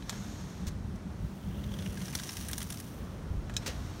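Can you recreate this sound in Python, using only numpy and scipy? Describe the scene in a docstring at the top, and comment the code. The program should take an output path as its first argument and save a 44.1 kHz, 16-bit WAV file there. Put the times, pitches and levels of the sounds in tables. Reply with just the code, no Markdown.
"""A wheeled metal sieve is dragged through beach sand, tipped up and set down again. Wind, far surf and a low
drone lie behind it all. First sand hisses under the scoop and the handle clacks; the blade crunches and a dull
low thump sounds. From about 1.1 s sand sifts through the tilted mesh, and soon pebbles tick down it. Near 3 s a
far wave breaks; then more low thumps sound, the handle clacks again and the blade crunches back in."""
import sys
import numpy as np
from scipy import signal
from scipy.fft import rfft, irfft
from scipy.io import wavfile

SR = 44100
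rng = np.random.default_rng(int(sys.argv[2]) if len(sys.argv) > 2 else 0)


def dump(signal):
    """Clip the signal to [-1, 1] and save it as 16-bit WAV at the path in sys.argv[1]."""
    limited = np.clip(np.atleast_2d(signal).T, -1, 1)
    pcm = np.round(limited * 32767).astype(np.int16)
    wavfile.write(sys.argv[1], SR, pcm)


N = 176400
T, HZ = np.arange(N) / SR, np.fft.rfftfreq(N, 1 / SR)
SAND_PER_S = 9000  # grain impacts each second


def amp(db):
    """Turns decibels into a gain; amp(-60 * t / t60) fades by 60 dB in t60 seconds."""
    return 10 ** (np.asarray(db) / 20)


def unit(x):
    """Scales a signal to an average (rms) strength of 1."""
    return x / np.sqrt(np.mean(x ** 2) + 1e-20)


def level(points, column=1):
    """Turns a loudness curve into a gain for every sample."""
    rows = np.array(points)
    return amp(np.interp(T, rows[:, 0], rows[:, column]))


def tone_db(points, hz=HZ):
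    """Joins the points of a tone curve, giving dB at every frequency."""
    freqs, db = np.transpose(points)
    return np.interp(np.log(hz + 1), np.log(freqs + 1), db)


def colour(x, db):
    """Makes each frequency louder or softer by the given dB."""
    cepstrum = irfft(np.maximum(db, -100) * np.log(10) / 20)
    half = len(cepstrum) // 2
    # folding onto the first half makes the filter ring after a hit, not before
    cepstrum[1:half] *= 2
    cepstrum[half + 1:] = 0
    return irfft(rfft(x) * np.exp(rfft(cepstrum)))


def add(mix, start_s, sound):
    """Places a sound at a time."""
    part = mix[max(round(start_s * SR), 0):][:len(sound)]
    part += sound[:len(part)]


def drift(rate_hz):
    """A slow random wobble of strength 1."""
    slow_only = (HZ > 0) / (1 + (HZ / rate_hz) ** 4)
    return unit(irfft(rfft(rng.standard_normal(N)) * slow_only, N))


def grains(per_s, spread_db, size=N):
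    """Tiny random impacts of uneven strength."""
    strength = amp(spread_db * np.minimum(rng.exponential(1, size), 4))
    return unit(strength * rng.choice([-1, 1], size) * (rng.random(size) < per_s / SR))


def mesh_db(hz):
    """How strongly the mesh answers at each frequency."""
    # overall tone of the mesh (frequency [Hz], level [dB])
    tone = [(200, -18), (700, -2.5), (1300, 0), (2100, 1), (2700, -1.5), (3400, 3), (4900, 1), (5900, 5),
            (6600, 2), (7200, -3), (8600, 0.5), (9900, -2.5), (10500, -4.5), (11200, -6), (13000, -7)]
    # where the mesh rings (frequency [Hz], width [Hz], boost [dB])
    peaks = [(1636, 77, 8), (2940, 150, 1.5), (9400, 200, 3.5), (10000, 120, 4), (11150, 230, 7.5),
             (11830, 330, 7)]
    return tone_db(tone, hz) + sum(db / (1 + (2 * (hz - f) / width) ** 2) for f, width, db in peaks)


def shape_hit(hit, bands_db, ping_hz, ping_db, ping_width_hz):
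    """Gives a hit its ping and its strength in the low, middle and high band."""
    # the three bands (lower edge [Hz], upper edge [Hz])
    edges = [(1000, 3000), (3000, 8000), (8000, 16000)]
    # where each band's gain is set (frequency [Hz])
    centres = [1700, 5000, 11000]
    hz = np.fft.rfftfreq(len(hit), 1 / SR)
    hit = colour(hit, ping_db / (1 + (2 * (hz - ping_hz) / ping_width_hz) ** 2))
    power = abs(rfft(hit)) ** 2 * 2 / len(hit) / (.02 * SR)  # energy spread over 20 ms
    now_db = [10 * np.log10(power[(hz > lo) & (hz < hi)].sum()) for lo, hi in edges]
    change = list(zip(centres, np.array(bands_db) - now_db))
    return colour(hit, tone_db(change, hz))


def wind():
    """Wind rumbles in uneven gusts."""
    # wind strength (time [s], level [dB])
    loudness = [(0.0, -46), (0.63, -43), (0.67, -39.5), (0.96, -39), (0.99, -48), (1.26, -38), (1.35, -57),
                (1.46, -38), (1.98, -41.5), (2.03, -50), (2.18, -42), (2.26, -52.5), (2.45, -41),
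                (2.97, -49), (3.0, -42.5), (3.27, -39.5), (3.31, -35), (3.58, -41), (3.88, -37.5),
                (4.0, -40.5)]
    # deep rumble (frequency [Hz], level [dB])
    tone = [(15, -38), (30, -21), (45, -3), (60, -0.5), (100, -3), (150, -8.5), (220, -20), (400, -30),
            (1000, -62.5)]
    rumble = colour(rng.standard_normal(N), tone_db(tone))
    return level(loudness) * unit(rumble * amp(1.4 * drift(rate_hz=11.0)))


def surf(level_db=-45.5):
    """Far surf makes a steady wash that wavers slightly."""
    # dull wash (frequency [Hz], level [dB])
    tone = [(40, -24), (110, -6), (185, -0.5), (260, -7), (400, -13.5), (500, -19.5), (640, -19),
            (800, -22), (1200, -24.5), (2500, -34), (6200, -41), (7800, -44), (9300, -42), (10500, -50),
            (11700, -52), (14000, -56)]
    wash = unit(colour(rng.standard_normal(N), tone_db(tone)))
    return amp(level_db) * wash * amp(0.5 * drift(rate_hz=13))


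def drone(pitch_hz=192.2, width_hz=32.5, wander_hz=5.08):
    """A faint, narrow band of rumble wanders in pitch and strength."""
    # the drone coming and going (time [s], level [dB])
    loudness = [(0, -48.5), (.55, -44.5), (.8, -50.5), (1.2, -46.5), (2, -46), (2.3, -56.5), (2.6, -54.5),
                (4, -61.5)]
    phase = 2 * np.pi * np.cumsum(pitch_hz + wander_hz * drift(rate_hz=4.15)) / SR
    hum = drift(width_hz / 2) * np.sin(phase) + drift(width_hz / 2) * np.cos(phase)
    return level(loudness) * unit(hum)


def drag(squeal_hz=6540, squeal_width_hz=1100):
    """Sand rubs under the scoop and makes its sheet metal ring at one high pitch."""
    # the scoop sliding on sand (time [s], level [dB])
    rub_loudness = [(0, -57.5), (.05, -58.5), (.12, -48.5), (.2, -51), (.33, -53), (.5, -55.5),
                    (.66, -56.5), (.8, -65.5), (3.45, -65), (3.6, -55), (3.71, -52.5), (3.82, -53.5),
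                    (4, -55)]
    # hiss of the rubbing (frequency [Hz], level [dB])
    rub_tone = [(150, -20), (500, 7), (1500, 8), (2800, 1), (3600, 4.5), (4300, 4), (4900, -0.5),
                (5500, 5.5), (6500, 2.5), (7700, -4.5), (9000, -4), (10500, -13), (11900, -6.5),
                (16000, -18)]
    # the metal ringing (time [s], level [dB])
    squeal_loudness = [(0, -85), (.11, -70), (.18, -59), (.33, -59.5), (.47, -64), (.8, -83)]
    rub = grains(SAND_PER_S, spread_db=2.5) * amp(0.49 * drift(rate_hz=40))
    hiss = unit(colour(rub, tone_db(rub_tone)))
    peak_db = -20 * np.log10(1 + (2 * (HZ - squeal_hz) / squeal_width_hz) ** 2)
    squeal = unit(colour(grains(SAND_PER_S, spread_db=2), peak_db))
    return level(rub_loudness) * hiss + level(squeal_loudness) * squeal


def clacks(rise_s=0.00057, t60=0.059, contact_s=0.0015, contact_width_s=0.0011, delay_s=.0004):
    """The handle's metal joints knock, chatter and briefly ring the sand-damped frame."""
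    # knocks (time [s], low [dB], middle [dB], high [dB], ping [Hz], ring [dB], crack [dB])
    knocks = [(0.023, -52.5, -58, -87, 2500, -3, 0), (0.0941, -41.5, -38.5, -49.5, 3670, -12, -2),
              (.127, -49, -61, -71, 1600, -6, 2), (3.4961, -43, -60, -69, 1750, -7, -6),
              (3.5387, -57, -55, -65, 6500, -7, -4), (3.5654, -41.5, -33, -48.5, 6640, 1, -3)]
    # ringing notes of frame and handle (frequency [Hz], level [dB], time to fade 60 dB [s])
    notes = [(1657, -11, 0.055), (2533, -6, 0.05), (3150, 5.5, 0.02), (3917, 9, 0.042), (4430, -3, 0.023),
             (5240, 6.5, 0.062), (5670, 3, .035), (5860, 3, 0.054), (6170, 4, .04), (6960, 8, 0.022),
             (7700, -4, 0.036)]
    # tone of the crack (frequency [Hz], level [dB])
    tone = [(200, -26), (750, -9), (1500, -13.5), (2900, -4.5), (3700, 4), (4900, 4), (7200, 13.5),
            (8800, 8.5), (10200, -3), (11500, 2.5), (16000, -2)]
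    out, t = np.zeros(N), T[:8192]
    body_db = tone_db(tone, np.fft.rfftfreq(len(t), 1 / SR))
    contact = np.exp(-((t - contact_s) / contact_width_s) ** 2)
    for start_s, *bands_db, ping_hz, ring_db, crack_db in knocks:
        ring = sum(amp(db - 60 * t / fade_s) * np.sin(2 * np.pi * (hz * t + rng.random()))
                   for hz, db, fade_s in notes)
        envelope = amp(-60 * t / t60) + amp(crack_db) * contact
        crack = colour(rng.standard_normal(len(t)) * envelope, body_db)
        hit = np.minimum(t / rise_s, 1) * (unit(crack) + amp(ring_db) * unit(ring))
        add(out, start_s + delay_s, shape_hit(hit, bands_db, ping_hz, ping_db=3.0, ping_width_hz=550))
    return out


def bites(rise_s=0.0034):
    """Packed grains crunch against the blade as it bites into the sand."""
    # bites (time [s], hold [s], time to fade 60 dB [s], level [dB], treble tilt [dB per octave])
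    cuts = [(0.666, 0.02, 0.048, -44, 1.5), (0.956, .004, .03, -55.5, 3), (3.621, 0.013, .04, -48.5, -6.5),
            (3.659, 0.01, 0.098, -36, -0.5), (3.675, 0.0045, .03, -34, 0), (3.683, 0.012, 0.16, -41, -4)]
    # tone of the crunch (frequency [Hz], level [dB])
    tone = [(150, -30), (400, -2), (1000, -7), (2300, -3), (4300, -3), (6200, -1), (7700, -9), (9200, -9),
            (11000, -19), (13500, -15.5)]
    out, t = np.zeros(N), T[:16384]
    hz = np.fft.rfftfreq(len(t), 1 / SR)
    for start_s, hold_s, t60, db, tilt in cuts:
        tilted_db = tone_db(tone, hz) + tilt * np.log2(np.maximum(hz, 700) / 4000)
        crunch = unit(colour(grains(per_s=20000, spread_db=2.5, size=len(t)), tilted_db))
        envelope = np.minimum(t / rise_s, 1) * amp(db - 60 * np.maximum(t - hold_s, 0) / t60)
        add(out, start_s, crunch * envelope)
    return out


def thumps(rise_s=0.0026):
    """Dull low thumps boom now and then, like gusts buffeting."""
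    # thumps (time [s], level [dB], pitch [Hz], time to fade 60 dB [s])
    bumps = [(0.674, -24, 89, 0.068), (1.238, -34, 71, 0.15), (3.303, -27.5, 61, .18),
             (3.371, -25.5, 58, 0.27), (3.437, -29.5, 57.6, 0.11)]
    out, t = np.zeros(N), T[:16384]
    for start_s, db, hz, t60 in bumps:
        envelope = np.minimum(t / rise_s, 1) * amp(db - 60 * t / t60)
        add(out, start_s, envelope * np.sin(2 * np.pi * hz * t))
    return out


def sifting(grit_per_s=900, streams=6, buzz_t60=0.018):
    """Coarse grit hops down the tilted mesh while fine sand fizzes through it."""
    # sand on the mesh (time [s], fine sand [dB], coarse grit [dB])
    loudness = [(0, -86, -90), (1.08, -81, -77), (1.25, -70, -70.5), (1.6, -64, -63.5), (1.9, -66, -53.5),
                (2.2, -66, -47), (2.4, -56, -46), (2.6, -56, -50.5), (2.8, -61, -53.5), (3.0, -62, -63.5),
                (3.25, -80, -69.5), (4, -82, -90)]
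    # fizz of fine sand (frequency [Hz], level [dB])
    fine_tone = [(500, -27), (3000, 6), (7500, -3), (9300, -13.5), (10500, 2), (12000, 2.5), (14200, 6)]
    hops, t = np.zeros(N), T[:2048]
    for _ in range(streams):
        impacts = grains(grit_per_s / streams, spread_db=1.0)
        buzz = rng.standard_normal(len(t)) * amp(-60 * t / buzz_t60)
        hops += signal.oaconvolve(impacts, buzz)[:N]  # one buzz for each impact
    grit = unit(colour(hops, mesh_db(HZ)))
    fine = unit(colour(grains(SAND_PER_S, spread_db=4.0), tone_db(fine_tone)))
    return level(loudness, column=2) * grit + level(loudness, column=1) * fine


def pour():
    """Sand pours off the mesh and lands on the ground."""
    # the falling stream (time [s], level [dB])
    loudness = [(0, -78), (1.1, -57), (1.38, -52), (1.55, -47.5), (1.75, -41.5), (1.95, -42.5),
                (2.15, -46.5), (2.4, -63), (2.8, -83)]
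    # dull patter (frequency [Hz], level [dB])
    tone = [(40, -12.5), (90, 17.5), (150, 21.5), (200, 18.5), (290, 3), (560, 4), (800, -11.5), (1800, -9),
            (2600, -16), (6000, -29), (13000, -52)]
    return level(loudness) * unit(colour(grains(SAND_PER_S, spread_db=2), tone_db(tone)))


def sizzle():
    """The finest grains run through the mesh as soon as it tilts."""
    # flow of the finest sand (time [s], level [dB])
    loudness = [(0, -95), (1.13, -90), (1.22, -71.5), (1.6, -69), (2.0, -65), (2.9, -66), (3.15, -85),
                (3.65, -83), (3.8, -72), (4, -71)]
    # very high hiss (frequency [Hz], level [dB])
    tone = [(5000, -35), (8800, -8), (10500, -14), (12000, -8), (13200, -8), (15300, 0)]
    return level(loudness) * unit(colour(grains(SAND_PER_S, spread_db=2), tone_db(tone)))


def pings(pitches_hz=(2780, 3110, 3240, 3460), t60=0.012, per_pitch_per_s=160):
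    """Small grains ring the mesh briefly and brightly while sand still weighs on it."""
    # the pinging (time [s], level [dB])
    loudness = [(0, -92), (1.1, -86), (1.45, -65.5), (1.75, -62.5), (1.95, -60), (2.6, -73)]
    rings, t = np.zeros(N), T[:4096]
    for hz in pitches_hz:
        ring = amp(-60 * t / t60) * np.sin(2 * np.pi * hz * t)
        rings += signal.oaconvolve(grains(per_pitch_per_s, spread_db=4.0), ring)[:N]
    return level(loudness) * unit(rings)


def pebbles(rise_s=0.0005, hold_s=0.0031, t60=0.029, tail_db=-24, tail_t60=0.1, tick_db=5,
            tick_t60=.003, bounce_s=.0028, bounce_db=-3, gain_db=-2.0, delay_s=.0005):
    """Each pebble or bit of shell ticks, bounces once and makes the tight mesh buzz briefly."""
    # strikes before gain_db (time [s], low [dB], middle [dB], high [dB], ping [Hz], ping boost [dB])
    strikes = [(1.639, -55, -55.5, -67, 3600, 8), (1.7162, -57, -56, -74, 3320, 16),
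               (1.7372, -55, -50.5, -61, 3270, 14), (1.7878, -54.5, -50, -61, 3100, 10),
               (1.795, -59, -56, -70, 3380, 13), (1.8225, -56, -53.5, -62, 3000, 9),
               (1.8595, -44, -54, -62, 2820, 14), (1.973, -50, -51, -68, 1880, 0),
               (2.015, -50.5, -52, -60, 3420, 4), (2.0556, -56, -48, -55, 6000, 8),
               (2.081, -49, -48, -58, 5500, 7), (2.132, -47, -58, -64, 2290, 10),
               (2.1509, -44, -34, -40.5, 5600, 4), (2.177, -58, -49, -55, 5800, 4),
               (2.1865, -51, -47, -58, 3500, 7), (2.1965, -47, -44, -54, 1610, 5),
               (2.2336, -53, -43.5, -51, 5940, 2), (2.291, -44, -40.5, -57, 5400, 11),
               (2.3686, -51, -45.5, -49, 5950, 6), (2.4845, -49, -49.5, -42, 9400, 9),
               (2.496, -48.5, -67, -60, 1850, 10), (2.5128, -54, -54, -43, 9400, 3),
               (2.5308, -46, -39, -43, 5760, 0), (2.5793, -49, -43.5, -39, 9350, 7),
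               (2.603, -50, -49, -50, 5960, -2), (2.616, -48, -43.5, -50, 3220, 7),
               (2.6267, -54, -49, -44.5, 9400, 8), (2.7022, -48.5, -46.5, -42.5, 9500, 14),
               (2.7228, -56, -48.5, -45, 9400, 3), (2.742, -61, -54, -51, 9400, 3),
               (2.7717, -59, -51, -56, 6000, 0), (2.7995, -57, -53, -47.5, 9400, 4),
               (2.943, -74, -74, -62, 12000, 5)]
    out, t = np.zeros(N), T[:8192]
    body_db = mesh_db(np.fft.rfftfreq(len(t), 1 / SR))
    fade = amp(-60 * np.maximum(t - hold_s, 0) / t60)
    tail = amp(tail_db - 60 * t / tail_t60)
    ring = np.minimum(t / rise_s, 1) * (fade + tail)
    tick = amp(tick_db - 60 * t / tick_t60)
    for start_s, *bands_db, ping_hz, ping_db in strikes:
        envelope = ring + tick
        add(envelope, bounce_s * (.5 + rng.random()), amp(bounce_db) * tick)
        buzz = colour(envelope * rng.standard_normal(len(t)), body_db)
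        add(out, start_s + delay_s, shape_hit(buzz, bands_db, ping_hz, ping_db, ping_width_hz=710))
    return amp(gain_db) * out


def wave():
    """A far wave, faint at first, swells and breaks near 3 s."""
    # the swell (time [s], level [dB])
    loudness = [(0, -68), (1, -59), (2.8, -71), (3.02, -52), (3.25, -55), (3.42, -57.5), (3.6, -53.5),
                (4, -54.5)]
    # soft roar (frequency [Hz], level [dB])
    tone = [(150, -4), (350, -1.5), (550, 3), (800, -4.5), (1250, -4), (2000, -12), (4000, -24),
            (12000, -55)]
    return level(loudness) * unit(colour(rng.standard_normal(N), tone_db(tone)))


def scene():
    """Mixes the open beach and the sieve into one channel."""
    beach = wind() + surf() + drone() + wave()
    sieve = thumps() + drag() + sifting() + pour() + pings() + pebbles() + clacks() + bites() + sizzle()
    return (beach + sieve)[None]


def record(dry):
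    """Cuts away the very highest treble."""
    cutoff_hz = 15830
    low_pass = signal.firwin(511, cutoff_hz, window=("kaiser", 9), fs=SR)
    return signal.oaconvolve(dry, low_pass[None], "same")


dry = scene()
out = record(dry)
dump(out)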